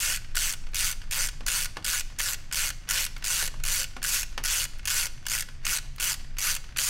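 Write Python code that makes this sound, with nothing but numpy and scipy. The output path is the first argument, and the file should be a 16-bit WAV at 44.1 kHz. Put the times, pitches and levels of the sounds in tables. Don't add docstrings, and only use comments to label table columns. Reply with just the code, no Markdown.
import sys
import numpy as np
from scipy import signal
from scipy.fft import rfft, irfft, next_fast_len
from scipy.io import wavfile
from scipy.ndimage import uniform_filter1d, map_coordinates

SR = 44100
rng = np.random.default_rng(int(sys.argv[2]) if len(sys.argv) > 2 else 0)


def wav_out(sig):
    wavfile.write(sys.argv[1], SR, np.round(np.clip(np.atleast_2d(sig).T, -1, 1) * 32767).astype(np.int16))


N = 303849

# f/Hz, level/dB
RUMBLE_COLOUR = [(7.1, -29), (12, 7.5), (21, 7), (30, -2.5), (59, -15.5), (97, -18.5), (137, -18.5),
                 (177, -29), (229, -34.5), (260, -49.5), (340, -53), (570, -120)]
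# t/s, level/dB
RUMBLE_FADE = [(0, -33), (6.9, -36)]
# f/Hz, level/dB
DRONE_BANDS = [(70, -58), (135, -58.5)]
# t/s, gain/dB
DRONE_SWELL = [(2.6, -6), (3.5, 3)]
# f/Hz, level/dB
HISS_COLOUR = [(120, -27), (200, -2), (363, -9), (451, -16.5), (647, -13), (980, -16), (1910, -10.5),
               (4980, -24.5), (15000, -73)]
# first drop t/s, wait for the second/s, last drop t/s, top speed/(teeth/s),
# snap level/dB, case ring re snap/dB, take-up ahead of the first drop/s, take-up level/dB
GRIP_TWISTS = [(-0.045, 0.0076, 0.1716, 265, -25.5, -6.5, 0.013, -21),
               (0.3537, 0.012, 0.5359, 196, -24, -7.5, 0.0061, -18),
               (0.7451, 0.011, 0.9249, 202, -24, -6, 0.011, -21.5),
               (1.1107, 0.0099, 1.2865, 182, -24.8, -6, 0.004, -38),
               (1.4641, 0.0098, 1.6562, 202, -24, -6, 0.002, -30),
               (1.8453, 0.0053, 2.0068, 186, -24, -6, 0.021, -26),
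               (2.1873, 0.0074, 2.3421, 198, -24.5, -7, 0.0031, -23),
               (2.5254, 0.0076, 2.7025, 203, -24.5, -6, 0.013, -17.5),
               (2.8895, 0.0091, 3.0636, 190, -24, -5, 0.0088, -22),
               (3.242, 0.0081, 3.4758, 200, -24, -7, 0.019, -17.5),
               (3.637, 0.014, 3.8414, 212, -24, -7, 0.026, -37),
               (4.0282, 0.0118, 4.23, 230, -23.3, -8.5, 0.01, -19),
               (4.438, 0.0108, 4.6511, 230, -23.5, -6, 0.006, -27),
               (4.8545, 0.019, 5.0669, 238, -24, -6.5, 0.018, -43),
               (5.2659, 0.018, 5.4224, 117, -23.5, -6.5, 0.012, -21),
               (5.652, 0.014, 5.7837, 200, -24, -7, 0.0049, -18),
               (5.9995, 0.0072, 6.1404, 196, -23.6, -6.5, 0.018, -19),
               (6.3847, 0.0077, 6.5633, 200, -24, -6.5, 0.017, -21.5),
               (6.7706, 0.013, 6.96, 215, -23.5, -8, 0.009, -14)]
# t/s, snap level/dB, ring level/dB
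LOAD_CATCHES = [(0.369, -24, -21), (1.1261, -24, -27), (1.4815, -20, -22), (2.2012, -27, -23),
                (2.9083, -20, -22), (3.6613, -35, -34), (4.0458, -27, -25), (4.4552, -22, -24.5),
                (4.8787, -23, -25), (5.666, -41, -23.5), (6.7864, -22.5, -21.5)]
# f/Hz, level/dB
DROP_COLOUR = [(100, -34), (300.0, -30), (700.0, -16), (1100.0, -9), (1600.0, -10), (3700.0, -4),
               (5200.0, 3), (7500.0, 5), (10000.0, -5), (13000.0, -9.5), (15600.0, -5)]
# f/Hz, width/Hz, lift/dB
CASE_MODES = [(530, 20, 11.5), (964, 55, 1.2), (1472, 234, 12), (1733, 205, 8), (1945, 40, 7.5),
              (2184, 210, 8.5), (2473, 104, 6), (2706, 284, 7), (2950, 210, 5.5), (3360, 156, 5),
              (4545, 400, 5), (6120, 400, 3.5), (6900, 150, 3), (7000, 94, -0.5), (8600, 570, 3),
              (9530, 1300, 5), (10940, 1270, 6.5), (11870, 910, 6.5), (13320, 970, 9)]
# f/Hz, level re snap/dB, chance per fast drop
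SPRING_NOTES = [(2490, -5, 0.014), (2940, -2, 0.012), (6060, -3, 0.038), (7050, -5, 0.02)]
# t/s, level/dB, thud offset/dB
GRIP_KNOCKS = [(0.245, -25.5, -39), (1.0163, -22, -32), (1.4063, -23, -15), (1.7684, -12, -17.5),
               (3.1638, -17, -26), (3.4244, -13, -20), (3.5403, -27.5, -14.5), (3.6003, -24.5, -23),
               (3.9652, -17, -17), (4.377, -7, -22), (4.793, -23, -32), (5.486, -20.5, -29),
               (6.6418, -26, -27)]
# f/Hz, level/dB
KNOCK_COLOUR = [(170, 2.5), (320, -1.5), (1050, 2.5), (1700, 0), (3200, 2), (5500, 0.5), (15000, -28)]
# t/s, level/dB
STRAP_TICKS = [(0.718, -58), (3.179, -49), (4.785, -51), (5.96, -46)]
# t/s, length/s, start f/Hz, end f/Hz, level/dB
FINGER_SLIP = (1.6, 0.1, 14750, 14150, -47)
# f/Hz, t60/s
ROOM_DECAY = [(200, 0.32), (1500, 0.45), (5000, 0.71), (9000, 0.51), (15000, 0.36)]


def amp(db):
    return 10 ** (np.asarray(db) / 20)


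def unit(x):
    return x / np.sqrt(np.mean(x ** 2) + 1e-20)


def along(points, hz):
    f, values = np.transpose(points)
    return np.interp(np.log(hz + 1), np.log(f + 1), values)


def below(hz, edge_hz, order=4):
    return 1 / (1 + (hz / edge_hz) ** (2 * order))


def filtered(x, gain, size=32768):
    hz = np.fft.rfftfreq(size, 1 / SR)
    cepstrum = irfft(np.log(np.maximum(gain(hz), 1e-6)))
    cepstrum[1:size // 2] *= 2
    cepstrum[size // 2 + 1:] = 0
    return signal.fftconvolve(x, irfft(np.exp(rfft(cepstrum))))[:N]


def coloured(x, gain):
    rms_gain = np.sqrt(np.mean(gain(np.linspace(0, SR / 2, SR // 2)) ** 2))
    return filtered(x, gain) / rms_gain


def noise(gain):
    return unit(coloured(rng.standard_normal(N), gain))


def add(track, s, sound):
    start = int(np.clip(round(s * SR), 0, N))
    track[start:start + len(sound)] += sound[:N - start]


def room_tone():
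    t = np.arange(N) / SR
    fade = amp(np.interp(t, *np.transpose(RUMBLE_FADE)))
    swell = amp(np.interp(t, *np.transpose(DRONE_SWELL)))
    rumble = noise(lambda hz: amp(along(RUMBLE_COLOUR, hz)))
    drone = sum(amp(db) * noise(lambda hz: 1 / (1 + ((hz - centre) / 6) ** 2))
                for centre, db in DRONE_BANDS)
    hiss = noise(lambda hz: amp(along(HISS_COLOUR, hz)))
    return fade * rumble + swell * drone + amp(-58.5) * hiss


def twist(first, wait, last, top_speed, db, ring_db, creep_speed=62, jitter=0.11, scatter_db=1.23):
    slip, force, colour = rng.standard_normal((80, 3)).T
    progress = np.linspace(0, 1, 200)
    arch = np.abs(np.sin(np.pi * progress)) ** 0.9
    speed = creep_speed + (top_speed - creep_speed) * arch
    length = last - first - wait
    teeth = int(round(speed.mean() * length))
    angle = np.append(0, np.cumsum(np.exp(jitter * slip[:teeth])))
    when = np.interp(angle / angle[-1], np.cumsum(speed) / speed.sum(), progress)
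    pace = np.interp(when, progress, arch)
    times = first + wait + when * length
    easing_db = -4 * np.exp((times - last) / 0.028)
    level = db + scatter_db * force[:teeth + 1] + easing_db
    snap = level + 0.13 * pace
    ring = level + ring_db + 0.5 * pace + 0.5 * colour[:teeth + 1]
    snap[-2:] += [3, -1]
    ring[-1] += 4
    return [(first, db, db + ring_db)] + list(zip(times, snap, ring))


def contact(rise_s, crack_t60, ring_t60, ring_db, bounce_db, bounce_s):
    t = np.arange(SR // 20) / SR
    since_bounce = t - bounce_s * rng.lognormal(0, 0.19)
    fall = np.log(1e6)
    crack = np.exp(-fall * t / crack_t60)
    ring = amp(ring_db) ** 2 * np.exp(-fall * t / ring_t60)
    bounce_power = amp(bounce_db + 1.9 * rng.normal()) ** 2
    bounce = (since_bounce > 0) * bounce_power * np.exp(-fall * np.abs(since_bounce) / crack_t60)
    attack = 1 - np.exp(-t / rise_s)
    burst = np.sqrt(crack + ring + bounce) * attack * rng.standard_normal(len(t))
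    return burst / np.sqrt(np.mean(burst[:SR // 250] ** 2))


def case_gain(colour, hz, narrowest_hz=50):
    lift_db = sum(db / (1 + (2 * (hz - centre) / max(width, narrowest_hz)) ** 2)
                  for centre, width, db in CASE_MODES)
    return amp(along(colour, hz) + lift_db)


def turning_grip(x, depth_db=2.1, spacing_hz=550, changes_per_s=38):
    hz, t, spectrum = signal.stft(x, SR, nperseg=192, noverlap=144)
    knots = rng.standard_normal((int(hz[-1] / spacing_hz) + 2, int(t[-1] * changes_per_s) + 2))
    drift = map_coordinates(knots, np.meshgrid(hz / spacing_hz, t * changes_per_s, indexing="ij"))
    return signal.istft(spectrum * amp(depth_db * drift), SR, nperseg=192, noverlap=144)[1][:N]


def ratchet(drops):
    snaps, rings = np.zeros(N), np.zeros(N)
    for s, snap_db, ring_db in list(LOAD_CATCHES) + drops:
        snap = contact(rise_s=0.0001, crack_t60=0.0024, ring_t60=0.033,
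                       ring_db=-2.5, bounce_db=-20, bounce_s=0.0025)
        ring = contact(rise_s=0.00097, crack_t60=0.014, ring_t60=0.041,
                       ring_db=-1, bounce_db=-4, bounce_s=0.001)
        add(snaps, s, amp(snap_db) * snap)
        add(rings, s, amp(ring_db) * ring)
    steel = coloured(snaps, lambda hz: case_gain(DROP_COLOUR, hz) * np.sqrt(1 - below(hz, 3660)))
    shell = coloured(rings, lambda hz: case_gain(DROP_COLOUR, hz) * np.sqrt(below(hz, 3890)))
    return turning_grip(amp(-4.5) * steel + amp(-3) * shell)


def workshop_reverb(x):
    wet, block = np.zeros(N), SR // 3
    for start in range(0, N, block):
        hz, t, spectrum = signal.stft(rng.standard_normal(SR * 2 // 3), SR, nperseg=256)
        decay = amp(-60 * t / along(ROOM_DECAY, hz)[:, None])
        tail = signal.istft(spectrum * decay, SR, nperseg=256)[1]
        reflections = signal.fftconvolve(x[start:start + block], tail / np.linalg.norm(tail))
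        add(wet, start / SR + 0.006, reflections)
    hz_db = [(190, 3.5), (400, -2.5), (1500, -16), (5000, -16.5), (9000, -20), (15000, -21)]
    return filtered(wet, lambda hz: amp(along(hz_db, hz)))


def pawl_spring(drops, t60=0.07, rise_s=0.0006, waver_hz=80, fast_gap_s=0.007):
    notes, t = np.zeros(N), np.arange(SR // 8) / SR
    for (s, snap_db, _), (next_s, _, _) in zip(drops, drops[1:]):
        for (hz, db, chance), luck in zip(SPRING_NOTES, rng.uniform(size=len(SPRING_NOTES))):
            if luck < chance and next_s - s < fast_gap_s:
                waver = unit(uniform_filter1d(rng.standard_normal(len(t)), size=128))
                phase = 2 * np.pi * np.cumsum(hz + waver_hz * waver) / SR
                envelope = amp(snap_db + db - 60 * t / t60) * (1 - np.exp(-t / rise_s))
                add(notes, s, envelope * np.sin(phase))
    return notes


def finger_ticks(ticks_per_s=59, tick_db=-41.5, scatter_db=12.5, thud_db=-22.5):
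    rows = []
    for previous, following in zip(GRIP_TWISTS, GRIP_TWISTS[1:]):
        end = previous[2]
        gap = following[0] - end
        for share, force in rng.uniform(size=(60, 2))[:int(ticks_per_s * gap)]:
            rows.append((end + share * gap, tick_db + scatter_db * force ** 2, thud_db))
    return rows


def take_ups(rebound_share=0.81, rebound_db=-3.5, thud_db=-30):
    rows = []
    for first, *_, ahead, db in GRIP_TWISTS:
        rows.append((first - ahead, db, thud_db))
        rows.append((first - ahead * (1 - rebound_share), db + rebound_db, thud_db))
    return [row for row in rows if row[0] > 0]


def grip_knocks():
    clacks, thuds = np.zeros(N), np.zeros(N)
    for s, db, thud_db in list(GRIP_KNOCKS) + take_ups() + finger_ticks():
        clack = contact(rise_s=0.0004, crack_t60=0.024, ring_t60=0.12,
                        ring_db=-11, bounce_db=-2.5, bounce_s=0.0014)
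        thud = contact(rise_s=0.00049, crack_t60=0.025, ring_t60=0.12,
                       ring_db=-9, bounce_db=-17, bounce_s=0.002)
        add(clacks, s, amp(db) * clack)
        add(thuds, s, amp(db + thud_db) * thud)
    shell = coloured(clacks, lambda hz: case_gain(KNOCK_COLOUR, hz) * np.sqrt(1 - below(hz, 1030)))
    body = coloured(thuds, lambda hz: amp(along(KNOCK_COLOUR, hz)) * np.sqrt(below(hz, 1450)))
    return amp(-20) * shell + amp(-4) * body


def strap_ring():
    ticks = np.zeros(N)
    for s, db in STRAP_TICKS:
        tick = contact(rise_s=0.0001, crack_t60=0.01, ring_t60=0.05,
                       ring_db=0, bounce_db=6, bounce_s=0.002)
        add(ticks, s, amp(db) * tick)
    return coloured(ticks, lambda hz: np.sqrt(1 - below(hz, 1500)))


def finger_squeak():
    s, length, from_hz, to_hz, db = FINGER_SLIP
    progress, track = np.linspace(0, 1, int(length * SR)), np.zeros(N)
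    phase = 2 * np.pi * np.cumsum(to_hz + (from_hz - to_hz) * (1 - progress) ** 2) / SR
    envelope = amp(db) * np.sin(np.pi * np.sqrt(progress)) ** 2
    add(track, s, envelope * np.sin(phase))
    return track


def scene():
    background = room_tone()
    handling = grip_knocks() + strap_ring() + finger_squeak()
    drops = [drop for *row, _, _ in GRIP_TWISTS for drop in twist(*row) if drop[0] >= 0]
    camera = pawl_spring(drops) + ratchet(drops) + handling
    return (camera + workshop_reverb(camera) + background)[None]


def record(dry):
    size = next_fast_len(N + SR // 2)
    rolloff = below(np.fft.rfftfreq(size, 1 / SR), edge_hz=15850, order=60)
    return irfft(rfft(dry, size) * rolloff, size)[:, :N]


dry = scene()
out = record(dry)
wav_out(out)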